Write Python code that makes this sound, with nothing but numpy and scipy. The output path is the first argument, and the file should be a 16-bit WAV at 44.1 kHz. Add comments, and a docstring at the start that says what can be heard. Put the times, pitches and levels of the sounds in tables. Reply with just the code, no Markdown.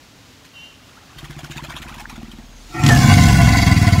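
"""A pond, the microphone just in front of an alligator's snout. Water trickles and a bird whistles once;
then the animal's body throbs 15-19 times a second and throws up spray from its back. After a far bird's
thin note the throat opens into a roaring bellow: irregular slaps of the vocal folds boom in the body
and gate a rush of air through the throat, slowing into separate grunts."""
import sys
import numpy as np
from scipy import signal
from scipy.fft import rfft, irfft
from scipy.io import wavfile
from scipy.ndimage import uniform_filter1d

SR = 44100
rng = np.random.default_rng(int(sys.argv[2]) if len(sys.argv) > 2 else 0)


def wav_out(sig):
    """Save sig, one row per channel (or a flat mono array), as 16-bit PCM at SR to the path in sys.argv[1]."""
    wavfile.write(sys.argv[1], SR, np.round(np.clip(np.atleast_2d(sig).T, -1, 1) * 32767).astype(np.int16))


N = 176400
T = np.arange(N) / SR


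def amp(db):
    """Decibels to gain."""
    return 10 ** (np.asarray(db) / 20)


def unit(x, start=0, end=4):
    """Scales to rms 1 over a span of seconds."""
    return x / np.sqrt(np.mean(x[int(start * SR):int(end * SR)] ** 2) + 1e-20)


def curve(rows, column=1):
    """Joins one column of a time table by straight lines."""
    rows = np.array(rows)
    return np.interp(T, rows[:, 0], rows[:, column])


def level(rows, column=1):
    """Gain from a table of decibels; silent before its first point."""
    return amp(curve(rows, column)) * (T >= rows[0][0])


def noise():
    """White noise."""
    return rng.standard_normal(N)


def wander(hz):
    """Random drift of rms 1, mostly slower than hz."""
    return unit(irfft(rfft(noise()) * np.exp(-(np.fft.rfftfreq(N, 1 / SR) / hz) ** 2), N))


def colour(x, points):
    """Causal filter through points of f/Hz, gain/dB."""
    hz, db = np.transpose(points)
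    f = abs(np.fft.fftfreq(16384, 1 / SR)) + 1
    log_gain = np.log(amp(np.interp(np.log(f), np.log(hz + 1), db)))
    response = np.fft.ifft(np.exp(np.conj(signal.hilbert(log_gain)))).real
    return signal.fftconvolve(x, response[:len(f) // 2])[:N]


def patchy(x, patch_db):
    """Lets small patches of time and pitch stand out at random."""
    spectra = signal.stft(x, nperseg=512)[2]
    field = rng.standard_normal(spectra.T.shape).T
    field = uniform_filter1d(uniform_filter1d(field, size=3, axis=0), size=6, axis=1)
    return signal.istft(spectra * amp(patch_db * field / field.std()), nperseg=512)[1][:N]


def resonate(x, hz, width, order=1):
    """A resonance of gain 1 that can follow a curve; steeper with higher order."""
    turn = np.exp(2j * np.pi * np.cumsum(hz * np.ones(N)) / SR)
    pole = np.exp(-np.pi * width / SR)
    z = x / turn
    for _ in range(order):
        z = signal.lfilter([1 - pole], [1, -pole], z + 1e-18)
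    return 2 * (turn * z).real


def throat(x, table, stretch=1, wobble=0):
    """Steep resonances that stretch together; each wavers on its own by the share wobble."""
    out = 0
    for hz, width, db in table:
        waver = wobble * wander(hz=25) if wobble else 0
        out += amp(db) * resonate(x, hz * (stretch + waver), width, order=2)
    return out


def beats(rate):
    """Times of the pulses along a rate curve."""
    turns = np.cumsum(curve(rate) * (T >= rate[0][0])) / SR
    return T[1:][np.diff(np.ceil(turns)) > 0]


def clicks(times):
    """Unit impulses at the given times."""
    return np.bincount(np.round(times * SR).astype(int), minlength=N)[:N] * 1.


def grains(per_s, spread_db):
    """Random clicks of uneven size and sign."""
    hits = (rng.random(N) < per_s / SR) * np.sign(noise())
    return hits * amp(spread_db * np.minimum(rng.exponential(1, N), 3))


def bubble(hz, decay, rise):
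    """A ring that rises in pitch and is cut short as the bubble surfaces."""
    t = T[:SR // 12]
    tone = np.sin(2 * np.pi * hz * (t + rise * t ** 2 / 2))
    return tone * np.exp(-(t / decay) ** 2) * (1 - np.exp(-t * hz))


def bubbles(strength, per_s, low_hz, high_hz, cycles=10, sizes=24):
    """Many bubbles of many sizes, as loud as the strength curve."""
    out = 0
    for hz in np.geomspace(low_hz, high_hz, sizes):
        ring = bubble(hz, cycles / hz, rise=16)
        births = strength * unit(grains(per_s / sizes, spread_db=2.0))
        out += signal.oaconvolve(births, ring / np.linalg.norm(ring))[:N]
    return out / np.sqrt(sizes)


# ambience at the pond: f/Hz, gain/dB
POND_SPECTRUM = [(15, -45), (25, -21), (45, -3.5), (113, 0.5), (221, -6), (260, 1.5), (331, -9),
                 (1270, -13), (3930, -14), (7000, -19), (8500, -26), (15500, -31)]


def pond(db=-47):
    """Steady outdoor wash around the microphone."""
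    return unit(colour(noise(), POND_SPECTRUM)) * amp(db + 0.6 * wander(hz=11.0))


# water trickling nearby: t/s, level/dB
TRICKLE_DB = [(0, -76), (.4, -60), (.8, -57), (1.2, -50.5), (1.8, -42), (2.2, -50), (2.6, -59.5)]
# spurts off the back: t/s, relative peak/dB
SPURTS = [(.452, -35), (1.186, -25.5), (1.2466, -27), (1.3089, -27), (1.3898, -25.5), (1.447, -23.5),
          (1.513, -22), (1.573, -22), (1.6422, -22.5), (1.704, -20), (1.7674, -21.5), (1.825, -23),
          (1.8878, -24.5), (1.9456, -28.5), (1.9864, -31), (2.0016, -24.5), (2.0987, -26.5), (2.162, -32),
          (2.318, -30.5)]
# spray at close range: f/Hz, gain/dB
SPRAY_SPECTRUM = [(350, -29), (520, -10), (901, -3), (2070, -2.5), (3300, -3.5), (4770, -12), (6830, -10.5),
                  (8120, -16), (15500, -23)]


def water(rise_s=0.0055, fall_s=0.018, spray_db=-10.5, bubbles_db=-20.5):
    """Spray leaps from the back in spurts; drops fall into the pond and ring as bubbles."""
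    spurts = sum(amp(db) * np.exp(-np.maximum((s - T) / rise_s, (T - s) / fall_s)) for s, db in SPURTS)
    drops = colour(grains(per_s=3000, spread_db=4.5), SPRAY_SPECTRUM)
    spray = spurts * unit(patchy(drops, patch_db=4.5))
    bubbling = bubbles(spurts, per_s=320, low_hz=903, high_hz=3940)
    trickle = bubbles(amp(curve(TRICKLE_DB)), per_s=220, low_hz=604, high_hz=3540)
    return amp(spray_db) * spray + amp(bubbles_db) * bubbling + trickle


# the bird's lower voice: t/s, f/Hz, level/dB
WHISTLE = [(.535, 2780, -53), (.56, 2790, -42), (.578, 2730, -37.5), (.62, 2776, -39.5), (.675, 2830, -42),
           (.735, 2690, -53)]


def bird(upper_ratio=1.102, upper_db=-4, overtone_db=-19, echo_db=-8):
    """One thin two-voiced whistle with an echo from the trees."""
    lower = 2 * np.pi * np.cumsum(curve(WHISTLE) * (1 + 0.0036 * wander(hz=80))) / SR
    upper = upper_ratio * lower + 0.72 * wander(hz=40)
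    voices = np.sin(lower) + amp(upper_db) * np.sin(upper) + amp(overtone_db) * np.sin(lower + upper)
    call = voices * level(WHISTLE, column=2) * (T < WHISTLE[-1][0])
    tail = noise() * np.exp(-T / 0.13)
    return call + amp(echo_db) * signal.fftconvolve(call, tail / np.linalg.norm(tail))[:N]


# single drops near the microphone: t/s, f/Hz, level/dB, decay/s, pitch rise/(share per s)
PLOPS = [(.968, 1200, -41, 0.018, 18), (1.19, 3580, -31.5, 0.0033, 8), (1.58, 2470, -27, 0.0053, 10),
         (1.586, 867, -28, .014, 15), (1.636, 475, -37.5, 0.025, 21), (1.764, 777, -32.5, 0.019, 44),
         (1.889, 955, -35.5, 0.017, 27), (2.005, 805, -37, 0.033, 2.8), (2.055, 1540, -19, 0.0026, 34),
         (2.1, 760, -38, .028, 18), (2.212, 657, -41, 0.021, 22), (2.316, 3100, -32, .004, 10)]


def plops():
    """Each drop leaves a bubble with a rising, unsteady ring."""
    out = np.zeros(N)
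    for s, hz, db, decay, rise in PLOPS:
        ring = bubble(hz, decay, rise)
        out[round(s * SR):][:len(ring)] += ring * amp(db + 2 * wander(hz=150)[:len(ring)])
    return out


# throbs of the body: t/s, rate/Hz
THROB_RATE = [(1.162, 14.66), (1.4, 14.78), (1.7, 16.88), (2.1, 19.23), (2.4, 19.37)]
# its resonances: f/Hz, width/Hz, gain at first/dB, gain once sunk/dB
BODY_MODES = [(68.5, 8.4, -11.5, -1), (145, 17.7, -2, -5.5), (223, 24.3, -16, 4.5), (293, 64, -16, -18),
              (334, 8.4, -10.5, -4.5)]
# the thumps and the hum under them, close up: t/s, level/dB
THUMP_DB = [(1.16, -44), (1.23, -35.5), (1.6, -33), (1.69, -37.5), (1.92, -41.5), (2.07, -47.5),
            (2.22, -37.5), (2.3, -47), (2.39, -43.5), (2.45, -55.5), (2.7, -65)]
HUM_DB = [(1.15, -44.5), (1.5, -54), (1.9, -41), (2.3, -43.5), (2.7, -43)]


def throbs(sink_s=(1.38, 2.26)):
    """Each throb thumps the sinking body's resonances and feeds a deep hum."""
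    times = beats(THROB_RATE)
    push = clicks(times[times < 2.8])
    sunk = np.interp(T, sink_s, (0, 1))
    thump = sum(resonate(push * amp(first + (last - first) * sunk), hz, width)
                for hz, width, first, last in BODY_MODES)
    thump = colour(thump, [(30, -13), (70, 2.5), (350, -5.5), (450, -35), (1000, -10)])
    hum = resonate(push, hz=44, width=13.4, order=2)
    return unit(hum, 1.2, 2.2) * amp(curve(HUM_DB)) - unit(thump, 0.92, 2.46) * amp(curve(THUMP_DB))


# a high note from far off: t/s, f/Hz, level/dB
FAR_NOTE = [(2.43, 6570, -62), (2.51, 6620, -56), (2.63, 6200, -60)]


def far_bird():
    """A thin falling note, blurred by distance."""
    note = unit(resonate(noise(), curve(FAR_NOTE), width=130, order=2))
    return note * level(FAR_NOTE, column=2) * (T < FAR_NOTE[-1][0])


# breath straight at the microphone: t/s, level/dB
HISS_DB = [(2.55, -52.5), (2.72, -43), (2.81, -33), (2.86, -27.5), (2.9, -25), (3.2, -24.5), (3.45, -27),
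           (3.62, -26.5), (4.0, -30)]
# its hiss and its lower rasp: f/Hz, gain/dB
HISS_SPECTRUM = [(1470, -28), (2500, -0.5), (3320, -4), (4640, -3.5), (7170, -5.5), (8230, -12),
                 (12000, -17), (15500, -28)]
RASP_SPECTRUM = [(200, -43), (380, 2), (550, 1), (900, 2), (2500, -7.5), (4000, -14)]


def breath(air, rasp_db=-8):
    """Rushing air swells ahead of the roar and hisses on through it."""
    hiss = unit(patchy(colour(air, HISS_SPECTRUM), patch_db=3.5), 2.85, 3.3)
    rasp = unit(colour(air, RASP_SPECTRUM), 2.85, 3.2)
    return (hiss + amp(rasp_db) * rasp) * level(HISS_DB)


# the narrow throat: f/Hz, width/Hz, gain/dB
OPENING_MODES = [(137, 64, 2), (254.7, 18, 2), (317.5, 42, 6.5), (734, 40, 2.5), (871, 38, -0.5),
                 (1168, 38, -4.5), (1350, 63, 0.5), (1854, 47, -2), (2013, 63, -4.5), (2273, 83, -6.5),
                 (2483, 68, -5.5)]
# its hum: t/s, level/dB
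OPENING_DB = [(2.68, -52), (2.738, -36.5), (2.748, -26), (2.8, -23), (2.85, -20.5), (2.9, -21.5),
              (2.95, -32.5)]


def opening():
    """Air hums through the throat as it first opens."""
    return unit(throat(noise(), OPENING_MODES)) * level(OPENING_DB)


# growl in the first half of the roar: t/s, f/Hz, level/dB
GROWL = [(2.79, 150, -33), (2.85, 142.8, -13), (2.93, 115.8, -13.5), (3.03, 135.8, -13.5),
         (3.11, 96.6, -12.5), (3.29, 90, -17.5)]


def growl(jitter=0.0608, octave_db=-6.5):
    """At full effort the folds buzz with a rough, sagging pitch."""
    phase = 2 * np.pi * np.cumsum(curve(GROWL) * (1 + jitter * wander(hz=59.8))) / SR
    buzz = unit(np.sin(phase) + amp(octave_db) * np.sin(2 * phase))
    return buzz * level(GROWL, column=2) * (T < GROWL[-1][0])


# flutter of the vocal folds: t/s, rate/Hz
FLUTTER_RATE = [(2.838, 24.5), (3.13, 24.1), (3.25, 22.8), (3.42, 22.3), (3.7, 20.42), (4.0, 17.03)]
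# its unsteadiness: t/s, factor on the jitter
UNSTEADY = [(2.85, 0.92), (3.2, 0.89), (3.3, 0.24), (3.7, .2)]
# second slap: t/s, delay/s
SECOND_DELAY = [(2.85, 0.0085), (3.0, .014), (3.15, 0.01387), (3.3, 0.013), (3.6, 0.01096), (3.95, 0.01)]
# third slap, dying away as effort falls: t/s, gain/dB
THIRD_DB = [(2.85, -1), (3.05, 0.5), (3.45, -1.5), (3.55, -7.5), (3.8, -10.5)]


def fold_slaps(jitter_s=0.0014, second_db=-2, third_delay_s=0.0282):
    """The vocal folds slap three times in each flutter, never quite on time."""
    times = beats(FLUTTER_RATE)
    slip = jitter_s * np.interp(times, *np.transpose(UNSTEADY)) * rng.standard_normal((len(times), 3)).T
    first = clicks(times + slip[0] / 2)
    second = clicks(times + np.interp(times, *np.transpose(SECOND_DELAY)) + slip[1])
    third = clicks(times + third_delay_s + slip[2])
    return first + amp(second_db) * second + amp(curve(THIRD_DB)) * third


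def airflow(slaps, puff_s=0.01, leak=0.89, crackle_db=1.3):
    """Each slap lets a puff through on top of a steady rush of air."""
    puffs = uniform_filter1d(signal.lfilter([1], [1, -np.exp(-1 / (puff_s * SR))], slaps), size=130)
    gate = np.where(T < FLUTTER_RATE[0][0], 1, leak + puffs)
    return gate * amp(crackle_db * wander(hz=296)) * noise()


# the booming body: f/Hz, gain/dB
BOOM_SPECTRUM = [(20, -42.5), (35, -26), (48, -9.5), (70, -3), (135, 2), (185, -5), (250, -6.5), (295, -13),
                 (335, -29.5), (600, -38), (1500, -74)]
# chest resonances: f/Hz, width/Hz, gain/dB
CHEST_MODES = [(45.6, 20, 6.5), (67, 27, 0.5), (178.4, 18, -3.5), (249.7, 48.4, 2)]
# boom and chest, close up: t/s, level/dB
BOOM_DB = [(2.8, -15), (3.0, -12), (3.33, -9.5), (3.52, -10), (3.65, -12.5), (4.0, -12)]
CHEST_DB = [(2.83, -24), (3.0, -16.5), (3.45, -18.5), (4.0, -22.5)]


def boom(slaps, air):
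    """The slaps boom in the body, and the chest rings on between them."""
    body = colour(0.012 * air - slaps, BOOM_SPECTRUM)
    chest = sum(amp(db) * resonate(-slaps, hz, width, order=3) for hz, width, db in CHEST_MODES)
    return unit(body, 2.85, 3.44) * level(BOOM_DB) + unit(chest, 2.85, 4.6) * level(CHEST_DB)


# sag of the throat: t/s, factor on its resonances
THROAT_SAG = [(3.0, 1.03), (3.3, 1)]


def throat_stretch(flex=0.0085):
    """The throat's resonances sag a little and flex with the flutter."""
    return curve(THROAT_SAG) + flex * np.sin(2 * np.pi * np.cumsum(curve(FLUTTER_RATE)) / SR)


# the open throat: f/Hz, width/Hz, gain/dB
THROAT_MODES = [(703.9, 29.3, 4), (785, 62, -6), (1022, 52, -1), (1106, 91, -11), (1489.5, 70, -3.5),
                (1743, 240, -12), (2025, 64, -5.5), (2154, 96, -4.5), (2769, 81, -12), (3340, 166, -18),
                (4570, 110, -19.5)]
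# its ring in front of the snout: t/s, level/dB
RING_DB = [(2.8, -41), (2.9, -29.5), (2.96, -25.5), (2.99, -29), (3.015, -21), (3.15, -21), (3.5, -22),
           (3.87, -23.5), (3.94, -25.5), (4.0, -24)]


def throat_ring(air, flicker_db=2.4):
    """The gated air rings the open throat; the level flickers."""
    ring = unit(throat(air, THROAT_MODES, throat_stretch(), wobble=0.0045), 2.85)
    return ring * amp(flicker_db * wander(hz=31.0)) * level(RING_DB)


# wet cracks at close range: t/s, level/dB, decay/s
CRACKS = [(2.837, -17.5, 0.0048), (2.863, -12, 0.005), (2.888, -12, 0.0067)]
# their colour: f/Hz, gain/dB
CRACK_SPECTRUM = [(300, -24), (700, -5), (1500, -2), (3200, 3), (7000, -7), (15000, -27)]


def cracks():
    """The throat tears open in short bursts of wet clicks."""
    tear = sum(amp(db) * (T > s) * np.exp(-abs(T - s) / decay) for s, db, decay in CRACKS)
    return tear * unit(colour(grains(per_s=4400, spread_db=2.5), CRACK_SPECTRUM))


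# the snarling throat: f/Hz, width/Hz, gain/dB
SNARL_MODES = [(455, 610, -13.5), (730, 55, 1), (812, 66, -2), (1310, 210, -12.5), (1730, 38, -3),
               (1808, 61, 2), (3300, 140, -17.5)]


def snarl(start_s=2.889, db=-15, decay_s=0.049, sag_per_s=0.6):
    """As the roar breaks through, a burst of air rings resonances that sag in pitch."""
    age = np.maximum(T - start_s, 0)
    burst = noise() * (age > 0) * np.exp(-age / decay_s)
    ring = throat(burst, SNARL_MODES, stretch=np.exp(-sag_per_s * age))
    return amp(db) * unit(ring, start_s, start_s + decay_s)


# the wet throat: f/Hz, width/Hz, gain/dB
GURGLE_MODES = [(2029, 81, 2), (2212, 94, -4.5), (3950, 290, -14), (4650, 590, -11.5), (6650, 1000, -29)]
# its gurgle: t/s, level/dB
GURGLE_DB = [(3.05, -52), (3.14, -23.5), (3.4, -44), (3.5, -25), (3.6, -20.5), (3.75, -28), (3.86, -28),
             (3.93, -24.5), (4.0, -41)]


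def gurgle(delay_s=0.0094, width_s=0.012):
    """A wet swell of air follows each late flutter."""
    swells = sum(np.exp(-((T - s - delay_s) / width_s) ** 2) for s in beats(FLUTTER_RATE))
    return unit(throat(swells * noise(), GURGLE_MODES, throat_stretch()), 3.3) * level(GURGLE_DB)


# grunts at the end of the roar: t/s, peak level/dB
GRUNT_DB = [(3.5, -31), (3.72, -10.5), (4.0, -11)]


def grunts(high_hz=260, low_hz=89, drop_s=0.0024, swell_s=0.0093):
    """As effort falls, each flutter becomes a separate grunt whose pitch drops at once."""
    t = T[:SR // 12]
    hz = low_hz + (high_hz - low_hz) * np.exp(-t / drop_s)
    swell = t / swell_s * np.exp(1 - t / swell_s)
    grunt = -np.sin(2 * np.pi * np.cumsum(hz) / SR) * swell
    return signal.oaconvolve(clicks(beats(FLUTTER_RATE)) * level(GRUNT_DB), grunt)[:N]


def scene():
    """Everything in mono, heard from just in front of the snout."""
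    surroundings = pond() + bird() + far_bird()
    throbbing = throbs() + water() + plops()
    onset = opening() + snarl() + cracks()
    slaps = fold_slaps()
    air = airflow(slaps)
    bellow = boom(slaps, air) + throat_ring(air) + breath(air) + gurgle() + growl() + grunts()
    return (surroundings + throbbing + onset + bellow)[None]


def record(dry, ceiling=0.95, edge_hz=15750):
    """The recorder overloads softly on the loudest peaks, then limits the band."""
    held = dry / (1 + (dry / ceiling) ** 8) ** (1 / 8)
    lowpass = signal.firwin(511, edge_hz, window=("kaiser", 9), fs=SR)
    return signal.oaconvolve(held, lowpass[None], "same")


dry = scene()
out = record(dry)
wav_out(out)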